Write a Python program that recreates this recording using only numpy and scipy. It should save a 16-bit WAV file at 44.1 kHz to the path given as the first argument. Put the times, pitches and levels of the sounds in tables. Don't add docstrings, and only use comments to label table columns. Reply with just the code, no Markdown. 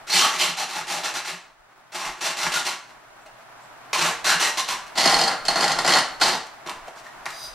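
import sys
import numpy as np
from scipy import signal
from scipy.fft import rfft, irfft
from scipy.io import wavfile

SR = 44100
rng = np.random.default_rng(int(sys.argv[2]) if len(sys.argv) > 2 else 0)


def transcribe(u):
    v = np.clip(np.atleast_2d(u).T, -1, 1)
    q = np.round(v * 32767).astype(np.int16)
    wavfile.write(sys.argv[1], SR, q)


N = 332514

# start_s, rise_s, fall_s, treble_peak_db, middle_vs_treble_db, ring_hz, ring_db
ROCKING_STROKES = [(0.069, .02, 0.016, -34.5, -3.5, 1375, -38), (0.095, 0.041, 0.065, -24.5, -1, 4340, -21),
                   (0.125, 0.076, 0.081, -15.5, -5.5, 3040, -23.5),
                   (0.2, 0.042, 0.041, -22.5, 2.5, 1207, -21), (0.29, 0.075, 0.035, -30, 2, 6260, -38),
                   (0.386, 0.038, .03, -21, -3, 3070, -26.5), (0.43, .01, 0.065, -21.5, -2.5, 2030, -35),
                   (0.568, 0.041, 0.049, -26, -2.5, 838, -31.5),
                   (0.69, 0.0086, 0.066, -31.5, -2, 3600, -48), (0.746, 0.012, 0.07, -30, 2, 840, -42),
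                   (0.87, 0.064, 0.08, -27, -1.5, 830, -33), (1.033, 0.012, 0.075, -28.5, 1.5, 6300, -39),
                   (1.139, 0.047, 0.024, -28, -1, 4080, -38), (1.249, 0.031, 0.071, -31.5, -1, 1280, -54),
                   (1.92, 0.018, 0.0089, -40, 2, 1000, -52), (1.945, 0.0081, 0.17, -31, 0.5, 990, -36),
                   (2.047, 0.0061, 0.061, -32, 3, 875, -39), (2.208, 0.063, 0.049, -25.5, -1, 850, -41),
                   (2.366, 0.066, 0.076, -25.5, -1.5, 1390, -33.5),
                   (2.519, 0.044, 0.051, -22, -3, 1440, -26.5), (2.649, 0.025, 0.061, -27, -2.5, 983, -36),
                   (3.93, 0.0027, 0.05, -21.5, 0.5, 1017, -25.5),
                   (3.973, 0.053, 0.044, -22, 0.5, 2580, -32), (4.03, 0.031, 0.071, -24, 1, 1070, -30),
                   (4.243, 0.064, 0.054, -19, -2.5, 1550, -20), (4.397, .016, 0.091, -20, -2.5, 1970, -28),
                   (4.572, .01, 0.039, -20.5, -5, 1050, -25.5),
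                   (4.679, 0.02, 0.054, -25.5, -1, 1020, -27.5)]
WRENCHING_STROKES = [(4.955, 0.022, .01, -28.5, 2.5, 1010, -43),
                     (4.976, 0.0078, 0.18, -16.5, -2.5, 4030, -47), (5.048, 0.0037, 0.28, -19, 4, 777, -28),
                     (5.452, .002, 0.026, -24.5, -3.5, 4340, -46),
                     (5.482, 0.0054, .07, -24.5, 3.5, 690, -39), (5.557, 0.054, 0.17, -23.5, 6, 810, -35),
                     (5.787, .003, 0.078, -29.5, 4, 690, -42), (5.848, 0.085, 0.078, -21, 7, 2070, -30),
                     (6.2, 0.011, .005, -25.5, 0.5, 4340, -40), (6.211, 0.0022, 0.14, -16, 0, 4420, -32)]
BRUSHING_STROKES = [(2.88, 0.0068, 0.064, -55.5, 5, 1010, -53), (2.17, 0.012, 0.037, -45.5, 2, 2000, -55),
                    (3.2, .01, .03, -66, -5, 7600, -62), (3.255, .005, .03, -53.5, 4.5, 660, -48),
                    (4.865, 0.0046, 0.026, -44, -7, 4100, -57), (3.6, .024, 0.054, -61, -9, 7600, -62),
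                    (6.661, 0.0075, 0.067, -39.5, 7.5, 1004, -31), (6.872, .003, 0.023, -45, 3, 668, -35),
                    (6.96, 0.029, .025, -46, -16, 4130, -64), (7.04, .005, 0.053, -50, -12, 1810, -45),
                    (7.256, .003, 0.078, -41.5, -11, 1290, -41)]
# pitch_hz, level_db
BOARD_TONE = [(65, -50), (110, -16), (188, -15), (245, -18), (370, -12), (494, -12), (843, 0), (1220, -2),
              (6070, -8), (10500, -17),         (15000, -31)]
FRAME_TONE = [(65, -53), (110, -13), (346, -13.5), (514, -9.5), (748, -2), (2030, -8), (2400, -14),
              (4400, -10), (9500, -23.5), (16000, -41.5)]
# pitch_hz, width_hz, level_db
BOARD_RINGS = [(192, 20, 0), (361, 40, 2), (620, 80, -1), (856, 70, -3), (1300, 300, -3), (2080, 130, 0),
               (2750, 250, -2), (3590, 150, -2), (4120, 220, 2.5), (5700, 200, -2), (6500, 150, -2),
               (7600, 200, 0)]
FRAME_RINGS = [(197, 25, 4), (345, 30, 3), (760, 200, 2), (1010, 40, 2), (1360, 110, 1), (2000, 90, 2),
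               (3050, 300, -2), (4340, 240, 6.5), (4950, 250, 1), (6250, 150, 1), (7400, 350, 3),
               (9400, 400, 3)]
# pitch_hz, gain_db
STEREO_WIDTH = [(60, -8), (110, -1.5), (200, -5), (380, -1.5), (700, -5.5), (1290, -5.5), (2380, -2),
                (4400, 0.5), (8120, 5), (15000, 8)]


def from_db(db):
    return 10 ** (np.asarray(db) / 20)


def rms_one(x):
    return x / np.sqrt(np.mean(x ** 2) + 1e-20)


def at_hz(points, hz):
    pitches, values = np.transpose(points)
    return np.interp(np.log(hz + 1), np.log(pitches), values)


def in_time(points):
    return np.interp(np.arange(N) / SR, *np.transpose(points))


def drift(rate_hz):
    r = np.exp(-80 * np.pi * rate_hz / SR)
    slow = signal.lfilter([1], [1, -2 * r, r * r], rng.standard_normal(N // 40 + 2002))[2000:]
    return np.interp(np.arange(N) / 40, np.arange(len(slow)), rms_one(slow))


def colour(x, tone):
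    cepstrum = irfft(np.log(from_db(at_hz(tone, np.fft.rfftfreq(8192, 1 / SR)))))
    cepstrum[1:4096] *= 2
    cepstrum[4097:] = 0
    response = irfft(np.exp(rfft(cepstrum)))[:4096]
    return signal.oaconvolve(x, response)[:len(x)]


def resonate(x, hz, width_hz):
    r = np.exp(-np.pi * width_hz / SR)
    feedback = [1, -2 * r * np.cos(2 * np.pi * hz / SR), r * r]
    return signal.lfilter(np.array([1, 0, -1]) * (1 - r * r) / 2, feedback, x)


def band_filter(x, order, hz, kind):
    return signal.sosfilt(signal.butter(order, hz, kind, fs=SR, output="sos"), x)


def three_bands(x):
    bands = [(2300, "high"), ([480, 2300], "band"), (480, "low")]
    return np.array([band_filter(x, 3, hz, kind) for hz, kind in bands])


def body(force, tone, rings, ring_db, wander_db):
    out = force.copy()
    for hz, width_hz, level_db in rings:
        wander = wander_db * np.tanh(drift(6))
        out += resonate(force * from_db(level_db + ring_db + wander) + 1e-18, hz, width_hz)
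    return colour(out, tone)


def stroke_gains(strokes, fade_s, bass_db):
    bite_db, sag_db, dulling_db = -5, -13.5, 6
    t, gain = np.arange(N) / SR, np.zeros((2, N))
    for start, rise, fall, peak_db, middle_vs_treble_db, *_ in strokes:
        corners_s = start + np.cumsum([0, rise, fall])
        treble_db = peak_db + np.array([bite_db, 0, sag_db])
        middle_db = treble_db + middle_vs_treble_db + np.array([0, 0, dulling_db])
        now = slice(round(start * SR), round((corners_s[-1] + .1) * SR))
        fade = np.exp(-np.maximum(t[now] - corners_s[-1], 0) / fade_s)
        levels = [np.interp(t[now], corners_s, from_db(db)) for db in (treble_db, middle_db)]
        gain[:, now] = np.maximum(gain[:, now], fade * levels)
    return gain[0], gain[1], gain[1] * from_db(bass_db)


def grit(per_s, spread_db):
    sizes = from_db(spread_db * np.minimum(rng.exponential(1, N), 5)) * rng.choice([-1, 1], N)
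    happens = rng.random(N) < per_s * from_db(3 * drift(40)) / SR
    return sizes * happens


def rubbed(strokes, tone, rings, per_s, spread_db, ring_db, bass_db):
    bands = three_bands(body(grit(per_s, spread_db), tone, rings, ring_db, wander_db=7))
    gains = stroke_gains(strokes, fade_s=0.023, bass_db=bass_db)
    return sum(gain * rms_one(band) for gain, band in zip(gains, bands))


def swelling_rings(moments):
    out, force = np.zeros(N), grit(per_s=5000, spread_db=3.6)
    for start_s, length_s, hz, level_db in moments:
        start, count = round(start_s * SR), round(length_s * SR)
        ring = rms_one(resonate(force[start:start + count], hz, hz / 15.6))
        out[start:start + count] += from_db(level_db) * ring * np.hanning(count) ** .5
    return out


def struck(hits, tone, rings, chatter_s, ring_db, gain_db):
    times_s, treble_db, lower_vs_treble_db = np.transpose(hits)
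    clicks, at = np.zeros((2, N)), np.round(times_s * SR).astype(int)
    clicks[:, at] = from_db([treble_db, treble_db + lower_vs_treble_db])
    decay = np.exp(-1 / (chatter_s * SR))
    chatter = signal.lfilter([1], [1, -decay], clicks + 1e-18) * rng.standard_normal(N)
    upper, lower = clicks + .5 * chatter
    force = three_bands(upper)[0] + three_bands(lower)[1:].sum(axis=0)
    return from_db(gain_db) * body(force, tone, rings, ring_db, wander_db=2.5)


def far_traffic():
    # time_s, level_db
    murmur_levels = [(0.0, -41.5), (0.25, -52), (1.11, -41.5), (1.55, -53.5), (2.56, -44.5), (2.81, -47.5),
                     (3.88, -43), (4.18, -39.5), (4.68, -42), (5.84, -34.5), (6.49, -43), (7.54, -40.5)]
    # pitch_hz, level_db
    tone = [(35, -44), (60, -61), (117, -10), (186, -20.5), (209, -17), (364, -15), (503, -17), (663, -4.5),
            (711, -7), (875, -7), (1210, -8), (1520, -9.5), (2910, -22), (15000, -41)]
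    level_db = in_time(murmur_levels)
    centre, side = [rms_one(colour(rng.standard_normal(N), tone)) * from_db(level_db + drift(28))
                    for _ in range(2)]
    return np.array([centre, from_db(.5) * colour(side, STEREO_WIDTH)])


def low_rumble():
    # time_s, level_db
    loudness = [(0.0, -56.5), (1.93, -78.5), (2.1, -54), (2.41, -78), (2.52, -49), (2.79, -74), (3.84, -66),
                (4.05, -60), (4.93, -65), (5.08, -45), (5.46, -55), (6.03, -50), (6.09, -66), (6.28, -46),
                (6.49, -66), (7.2, -61), (7.37, -53), (7.54, -56)]
    noise = rms_one(band_filter(rng.standard_normal((2, N)), 2, [14, 40], "band"))
    centre, side = noise * from_db(in_time(loudness) + 5.1 * drift(5.1))
    return np.array([centre, side / 2.5])


def thin_whine(pitch_hz=15735, level_db=-67.5):
    return np.sin(2 * np.pi * pitch_hz * np.arange(N) / SR) * from_db(level_db + 3.7 * drift(15))


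def board_tearing():
    return rubbed(ROCKING_STROKES, BOARD_TONE, BOARD_RINGS,
                  per_s=6000, spread_db=2, ring_db=-7.5, bass_db=-13)


def stroke_singing():
    strokes = ROCKING_STROKES + WRENCHING_STROKES + BRUSHING_STROKES
    return swelling_rings([(s, rise + fall, hz, db) for s, rise, fall, _, _, hz, db in strokes])


def panel_booms(pitch_hz=174, length_s=0.1):
    # start_s, level_db
    flexes = [(0.12, -41), (0.2, -39), (0.44, -44), (0.76, -49), (0.91, -48), (1.289, -51), (2.42, -47),
              (3.989, -37.5), (4.29, -43)]
    return swelling_rings([(s, length_s, pitch_hz, db) for s, db in flexes])


def falling_scraps():
    # start_s, treble_db, lower_vs_treble_db
    snaps = [(1.9475, -17, 3.5), (2.4656, -7, 11.5), (3.2614, -30, 2), (3.9335, -12, -17),
             (4.6872, -2.5, 0), (6.4665, -19.5, -8), (6.6722, -15, -6), (6.6947, -8.5, -1),
             (6.8753, -34, 13), (6.9894, -43, -8), (7.2562, -10.5, 1.5), (7.2624, -22, 20.5),
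             (7.2724, -32, -6), (7.3044, -13.5, -7)]
    return struck(snaps, BOARD_TONE, BOARD_RINGS, chatter_s=0.0049, ring_db=-19, gain_db=0.5)


def scrap_brushing():
    return rubbed(BRUSHING_STROKES, BOARD_TONE, BOARD_RINGS,
                  per_s=1500, spread_db=2, ring_db=-5.5, bass_db=-5)


def frame_wrenching():
    return from_db(-3) * rubbed(WRENCHING_STROKES, FRAME_TONE, FRAME_RINGS,
                                per_s=4900, spread_db=3, ring_db=-12, bass_db=-10)


def nail_creaks(spread_db=2, lower_vs_treble_db=-9):
    # start_s, treble_db, lower_vs_treble_db
    single_slips = [(4.9751, -21, -24), (5.0572, -3, -1.5), (5.2776, -7, -7), (5.4829, -5.5, -2),
                    (5.5575, -8.5, -1.5), (5.7872, -6.5, -0.5), (5.8466, -12.5, 1.5), (6.2151, -2.5, 1),
                    (6.2324, -4.5, -24), (6.318, -24, -12)]
    # start_s, end_s, first_gap_s, last_gap_s, treble_db
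    runs = [(5.075, 5.245, .0215, .026, -7), (5.607, 5.725, .035, .041, -8),
            (5.863, 5.992, .014, .0175, -6)]
    slips = []
    for start_s, end_s, first_gap_s, last_gap_s, treble_db in runs:
        time_s = start_s
        for louder_db, duller_db in spread_db * rng.standard_normal((16, 2)):
            if time_s <= end_s:
                slips.append((time_s, treble_db + louder_db, lower_vs_treble_db + duller_db))
            time_s += np.interp(time_s, [start_s, end_s], [first_gap_s, last_gap_s])
    slips += list(single_slips)
    return struck(slips, FRAME_TONE, FRAME_RINGS, chatter_s=0.0066, ring_db=4.5, gain_db=10)


def thin_scrape():
    # time_s, level_db
    loudness = [(7.31, -46), (7.448, -36), (7.54, -56)]
    # pitch_hz, width_hz, level_db
    rings = [(3950, 130, -5), (4900, 200, 0), (5950, 300, -9), (8700, 2000, -19)]
    noise = rng.standard_normal(N)
    ringing = sum(from_db(db) * resonate(noise, hz, width) for hz, width, db in rings)
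    started = np.arange(N) / SR > loudness[0][0]
    return rms_one(ringing) * from_db(in_time(loudness)) * started


def garage_echo(fade_in_s):
    # pitch_hz, decay_s
    decay_times = [(150, 0.25), (500, 0.4), (1400, 0.48), (3700, 0.43), (9700, 0.35), (15000, 0.045)]
    t, out = np.arange(SR * 3 // 4) / SR, 0
    edges_hz = 100 * 2 ** np.arange(0, 7.6, .5)
    for low, high in zip(edges_hz, edges_hz[1:]):
        band = band_filter(rng.standard_normal(len(t)), 2, [low, high], "band")
        fall = from_db(-60 * t / at_hz(decay_times, np.sqrt(low * high)))
        out = out + band * fall / np.sqrt(np.sum(fall ** 2))
    return out * np.clip(t / fade_in_s, 0, 1)


def scene():
    work = board_tearing() + frame_wrenching() + scrap_brushing() + nail_creaks() + falling_scraps()
    work += thin_scrape() + stroke_singing() + panel_booms()
    work = band_filter(work, 6, 145, "high")
    far_centre, far_side = far_traffic() + low_rumble()
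    echo = signal.fftconvolve(work, garage_echo(fade_in_s=0.00067))[:N]
    centre = from_db(1) * work + from_db(-1) * echo + far_centre + thin_whine()
    bounces = rng.standard_normal(2000) * np.exp(-np.arange(2000) / 140)
    side_echo = from_db(-11) * garage_echo(fade_in_s=0.0054)
    side_echo[:2000] += from_db(-11) * bounces / np.linalg.norm(bounces)
    side = colour(signal.fftconvolve(work, side_echo)[:N], STEREO_WIDTH) + far_side
    return from_db(-3.5) * np.array([centre + side, centre - side])


def record(dry):
    stop_hz, cut_db = 16250, 70
    return signal.sosfilt(signal.cheby2(16, cut_db, stop_hz, fs=SR, output="sos"), dry)


dry = scene()
out = record(dry)
transcribe(out)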